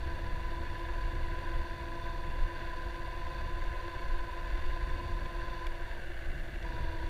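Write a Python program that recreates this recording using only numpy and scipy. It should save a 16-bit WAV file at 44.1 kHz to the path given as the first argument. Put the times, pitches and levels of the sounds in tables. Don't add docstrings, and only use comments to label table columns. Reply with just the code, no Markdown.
import sys
import numpy as np
from scipy import signal
from scipy.fft import rfft, irfft, next_fast_len
from scipy.io import wavfile
from scipy.ndimage import uniform_filter1d, map_coordinates

SR = 44100
rng = np.random.default_rng(int(sys.argv[2]) if len(sys.argv) > 2 else 0)


def generate_wav(sig):
    pcm = np.round(np.clip(np.atleast_2d(sig).T, -1, 1) * 32767).astype(np.int16)
    wavfile.write(sys.argv[1], SR, pcm)


def how_loud(loudness_db):
    steps = np.asarray(loudness_db, float) / 20
    return 10 ** steps


N = 312667

# (time [s], front tread knobs passing [Hz])
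SPEED = [(0, 336.3), (1.4, 339.1), (2.3, 338.6), (3.75, 343.2), (4.1, 343), (4.33, 339.3), (4.55, 345),
         (4.8, 343.4), (5.4, 343.3), (6.2, 336.6), (6.9, 328.5), (7.09, 328.8)]
KNOBS, REAR_KNOBS = 60.75, 63.2

# (time [s], level [dB], drift [dB/s])
THROTTLE = [
    (0, 0.5, 0.2),
    (1.0, 1, 0.5),
    (3.4, 1, 0),
    (4.2, 1, -1.5),
    (4.7, 2.5, -.5),
    (5.67, -3, -17),
    (6.0, -43, 8),
    (6.625, 0, -1.5),
]
RESPOND_S = .04
SLIP, GRIP_DB, FREE_DB = .057, -3, -9
# (contacts [per wheel turn], level [dB], share of wear pattern [0-1+])
MESH = [
    (180, -48.5, 1.3),
    (450, -68.5, .4),
    (630, -74, .2),
    (168.5, -67, 1),
]
# (place [turn 0-1], loss [dB], width [turn 0-1])
WEAR = [(.1, 14.5, .036), (.342, 14, .04), (.59, 5, .045), (.82, 10, .055)]
SOUND_TEETH_DB = 4
RIPPLE = [(1, .7, 3), (2, .9, 2.8), (2.5, 1.2, -1.8), (3, 1, 2), (5, 1, 2.5), (6, 1.2, -.6)]
# (multiple [per wheel turn], level [dB])
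GEAR_ORDERS = [(50, -71), (88, -75), (90, -60), (95, -68), (100, -69), (150, -79), (168, -72), (169, -72),
               (170, -71), (174, -72), (190, -79)]
# (frequency [Hz], width [Hz], level [dB])
HUB_MODES = [(520, 53, -8), (972, 68, 2), (2540, 88, -11), (3480, 75, -8), (3703, 110, -11.5),
             (4054, 100, -12.5), (4430, 104, -10), (4633, 102, -11.5), (6000, 630, -27)]

# (time [s], coarseness [dB])
ROAD = [(0, -0.5), (1.1, .5), (1.5, 0.5), (2.1, -2), (2.6, 0.9), (3.35, -1), (3.75, 1.3), (4.3, -.5),
        (4.6, 2), (5.05, -.5), (5.9, 0.5), (6.7, 0), (7.09, -1)]
# (time [s], level [dB])
LEAN = [(0, -2.5), (1.2, -.5), (1.5, 1), (3, -0.5), (4.4, -3.5), (4.9, -0.5), (5.6, -1), (6.3, -10),
        (6.7, -.5), (7.09, 0.5)]
HUM_DB, OCTAVE_DB, ROLL_DB = -53, -60.5, -50.5
HUM_BLUR, OCTAVE_BLUR, OCTAVE_LEAN = 0.25, 2, .7
# (frequency [Hz], width [Hz], level [dB])
FRAME_MODES = [(339.4, 23.2, 0.5), (532, 82, -5.5), (675, 101, -4), (1113, 206, -15), (1514, 157, -2),
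               (1711, 205, -2), (2043, 73, -5.5), (2212, 93, -10.5), (2752, 95, -10.5), (2940, 82, -14),
               (3440, 470, -18.5), (4480, 550, -22), (5090, 490, -33), (5800, 180, -31), (6920, 200, -32),
               (7400, 59, -38)]
# (time [s], peak level [dB], treble level [dB])
TICKS = [(0.7935, -42, -29), (1.4915, -44, -27), (3.27, -44, -21), (3.6394, -43, -24), (4.082, -41, -29.5),
         (4.5024, -42, -28), (4.6624, -41, -23), (5.2574, -39, -31), (5.6675, -32, -12.5),
         (6.557, -42, -31), (6.6263, -38, -33)]

# (frequency [Hz], level [dB per Hz])
BUFFET_SPECTRUM = [(4, -28), (8, -1), (21, 4.5), (34, -0.5), (55, -8), (80, -35), (200, -75)]
# (frequency [Hz], level [dB per Hz])
FLUTTER_SPECTRUM = [(20, -28), (45, -10.5), (63, -1.5), (95, -8.5), (134, -13.5), (208, -23.5),
                    (300, -25.5), (900, -43.5), (3000, -72)]
BUFFET_DB, FLUTTER_DB = -36.5, -45
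EDDY_DB, EDDIES_PER_S = 1.5, 16
# (time [s], length [s], buffeting level [dB], flutter level [dB])
GUSTS = [(0.097, 0.27, 0, 4.5), (.35, 0.07, 5, 2), (0.555, .1, 2.5, 4.5), (.8, 0.088, -3, -1),
         (1, 0.08, 6.5, -0.5), (1.2, 0.2, 4, 5), (1.567, .08, 7, 5), (1.805, 0.14, -9.5, -0.5),
         (2.406, 0.1, 10, 4), (2.52, 0.056, -7, 0.5), (3.0, 0.47, -1.5, -3), (3.4, 0.22, 1, 3.5),
         (3.622, 0.19, 4, -0.5), (3.893, 0.11, -6, -3), (4.155, 0.16, 8, -1.5), (4.307, 0.09, -4.5, -1.5),
         (4.52, .1, 6, -1.5), (4.677, 0.08, 9.5, 0), (4.887, 0.17, 4, 4.5), (5.024, 0.046, -12, 4.5),
         (5.18, 0.22, 3, 3.5), (5.6, 0.067, -4, -1), (5.68, 0.06, 5, -1.5), (6.002, 0.36, -1, -2.5),
         (6.297, 0.069, 3.5, 3.5), (6.525, 0.047, -8, 2.5), (6.83, 0.071, 5, 5), (7.03, .12, 3.5, 3.5)]

# (frequency [Hz], level [dB per Hz])
HISS_SPECTRUM = [(300, -9), (1000, 3.5), (5000, -13), (8000, -15.5), (11000, -20), (13200, -18.5),
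                 (13800, -15), (14700, -21), (15300, -28)]
# (frequency [Hz], jitter [Hz], level [dB])
WHISTLES = [(9440, 90, -79), (14190, 100, -87)]
FRAME_RATE = 47.952
# (frequency [Hz], width [Hz], share removed [0-1])
HOLLOWS = [(2122, 45, .7), (3930, 120, .4), (4340, 110, .4), (4950, 200, .35)]
TOP_HZ = 15290


def unit(x):
    return x / np.sqrt(np.mean(x ** 2) + 1e-20)


def curves(rows):
    s, *cols = np.transpose(rows)
    return [np.interp(np.arange(N) / SR, s, c) for c in cols]


def wobble(rate):
    knots = rng.standard_normal(int(N * rate / SR) + 4)
    return map_coordinates(knots, [np.arange(N) * rate / SR])


def filtered(x, response):
    m = next_fast_len(N + SR // 2)
    return irfft(rfft(x, m) * response(np.fft.rfftfreq(m, 1 / SR)), m)[:N]


def coloured(points):
    f, db = np.transpose(points)
    shape = lambda hz: how_loud(np.interp(np.log(hz + 1), np.log(f + 1), db))
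    return unit(filtered(rng.standard_normal(N), shape))


def resonant(modes):
    def response(f):
        total = 0
        for k, (hz, width, db) in enumerate(modes):
            total = total + (-1) ** k * how_loud(db) * 1j * f * width / (hz * hz - f * f + 1j * f * width)
        return total
    return response


def gritty(rough_db, rate):
    return unit(rng.standard_normal(N) * how_loud(rough_db * wobble(rate)))


def tone(cycles, drift, flicker_db):
    phase = 2 * np.pi * (cycles + rng.random() + drift * wobble(11))
    return unit(how_loud(flicker_db * wobble(9)) * np.sin(phase))


def wheel_turns():
    return np.cumsum(curves(SPEED)[0]) / SR / KNOBS


def motor(turns):
    load_db = throttle()
    slip = np.interp(load_db, [FREE_DB, GRIP_DB], [SLIP, 0])
    turns = turns - np.cumsum(np.gradient(turns) * slip)
    slack = how_loud(-2 * np.clip(load_db + 1, -5, 0))
    main, *high = whine(turns, slack)
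    orders = sum(how_loud(db) * tone(k * turns, drift=0.029, flicker_db=0.5) for k, db in GEAR_ORDERS)
    swell = 1 + 0.12 * np.sin(10 * np.pi * turns)
    teeth = swell * gritty(rough_db=1.5, rate=250) * how_loud(0.99 * wobble(8.5))
    rattle = unit(filtered(teeth, resonant(HUB_MODES)))
    shell = filtered(main, resonant([(1003, 100, .6)]))
    tones = how_loud(.45 * load_db) * (orders + sum(high))
    return how_loud(load_db - 1.16) * shell + tones + how_loud(-56) * how_loud(.5 * load_db) * rattle


def whine(turns, slack):
    place = np.arange(100) / 100
    losses = sum(db * np.exp(-.5 * ((place - at) / wide) ** 2) for at, db, wide in WEAR)
    wear_db = SOUND_TEETH_DB - losses
    swings = sum(depth / (2 * np.pi * k) * np.sin(2 * np.pi * k * turns + angle) for k, depth, angle in RIPPLE)
    warble = swings / MESH[0][0]
    tones = []
    for k, db, share in MESH:
        strength = np.interp(turns, place, how_loud(share * wear_db), period=1)
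        strength = uniform_filter1d(strength, size=200)
        mesh = tone(k * (turns + warble), drift=slack * k / 1800, flicker_db=1.2)
        tones.append(how_loud(db) * unit(strength * mesh))
    return tones


def throttle():
    t = np.arange(N) / SR
    s, db, drift = np.transpose(THROTTLE)
    now = np.clip(np.searchsorted(s, t, side="right") - 1, 0, None)
    load_db = db[now] + drift[now] * (t - s[now])
    return uniform_filter1d(load_db, size=round(RESPOND_S * SR), mode="nearest")


def tyres(turns):
    coarse_db, lean_db = curves(ROAD)[0], curves(LEAN)[0]
    hum_db = HUM_DB + lean_db - HUM_BLUR * coarse_db
    octave_db = OCTAVE_DB + OCTAVE_LEAN * lean_db - OCTAVE_BLUR * coarse_db
    roll_db = ROLL_DB + coarse_db
    hum = how_loud(hum_db) * tone(KNOBS * turns, drift=0.051, flicker_db=0.95)
    octave = how_loud(octave_db) * tone(2 * KNOBS * turns, drift=0.1, flicker_db=2.0)
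    rear = how_loud(-61.0) * tone(REAR_KNOBS * turns, drift=0.24, flicker_db=1.5)
    grit = gritty(rough_db=2.0, rate=400) * how_loud(0.23 * wobble(14))
    roll = how_loud(roll_db + 2.5) * unit(filtered(grit, resonant(FRAME_MODES)))
    return hum + octave + rear + roll


def ticks():
    knocks, snaps = np.zeros(N + SR), np.zeros(N + SR)
    t = np.arange(SR // 50) / SR
    shape = (1 - np.exp(-t / .001)) * how_loud(-60 * t / .015)
    for s, db, treble_db in TICKS:
        burst = rng.standard_normal((2, len(t))) * shape
        ring = 0
        for hz in (2200, 3300):
            ring = ring + np.sin(2 * np.pi * (hz * rng.uniform(.95, 1.05) * t + rng.random()))
        start = round(s * SR)
        knocks[start:start + len(t)] += how_loud(db) * (burst[0] + 0.4 * ring * shape)
        snaps[start:start + len(t)] += how_loud(db + treble_db + 2) * burst[1]
    knock = filtered(knocks[:N], resonant([(2180, 500, 5), (3550, 1300, 3.0), (6000, 2100, -4.5)]))
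    snap = filtered(snaps[:N], resonant([(9600, 3800, 0), (13200, 2100, 1)]))
    return knock + snap


def steady(x):
    power = np.abs(uniform_filter1d(x ** 2, size=SR // 6))
    return x / np.sqrt(power + 0.11)


def wind():
    buffet_db, flutter_db = gusts()
    buffet = how_loud(buffet_db) * unit(steady(coloured(BUFFET_SPECTRUM)))
    flutter = how_loud(flutter_db) * unit(steady(coloured(FLUTTER_SPECTRUM)))
    return buffet + flutter


def gusts():
    t = np.arange(N) / SR
    buffet_db, flutter_db = np.full(N, float(BUFFET_DB)), np.full(N, float(FLUTTER_DB))
    for s, long_s, b_db, f_db in GUSTS:
        bell = np.exp(-.5 * (2 * (t - s) / long_s) ** 2)
        buffet_db += b_db * bell
        flutter_db += f_db * bell
    return buffet_db, flutter_db + EDDY_DB * wobble(EDDIES_PER_S)


def electronics():
    t = np.arange(N) / SR
    gate = np.clip(1.2 - 1.6 * np.cos(2 * np.pi * (t * FRAME_RATE - .07)), .1, 1)
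    whistle = 0
    for hz, jitter_hz, db in WHISTLES:
        clock = np.sin(2 * np.pi * np.cumsum(hz + jitter_hz * wobble(400)) / SR)
        whistle = whistle + how_loud(db) * unit(gate * how_loud(1.6 * wobble(60)) * clock)
    return how_loud(-61) * coloured(HISS_SPECTRUM) + whistle


def scene():
    turns = wheel_turns()
    return (motor(turns) + tyres(turns) + ticks() + wind() + electronics())[None]


def top_cut(x):
    return signal.sosfilt(signal.butter(12, 15320, fs=SR, output="sos"), x)


def record(dry):
    def case(f):
        passed = 1
        for hz, width, share in HOLLOWS:
            passed = passed * (1 - np.clip(share, 0, 1) * resonant([(hz, width, 0)])(f))
        return passed * (f < TOP_HZ)
    mix = filtered(dry[0], case)[None]
    return top_cut(mix)


dry = scene()
out = record(dry)
generate_wav(out)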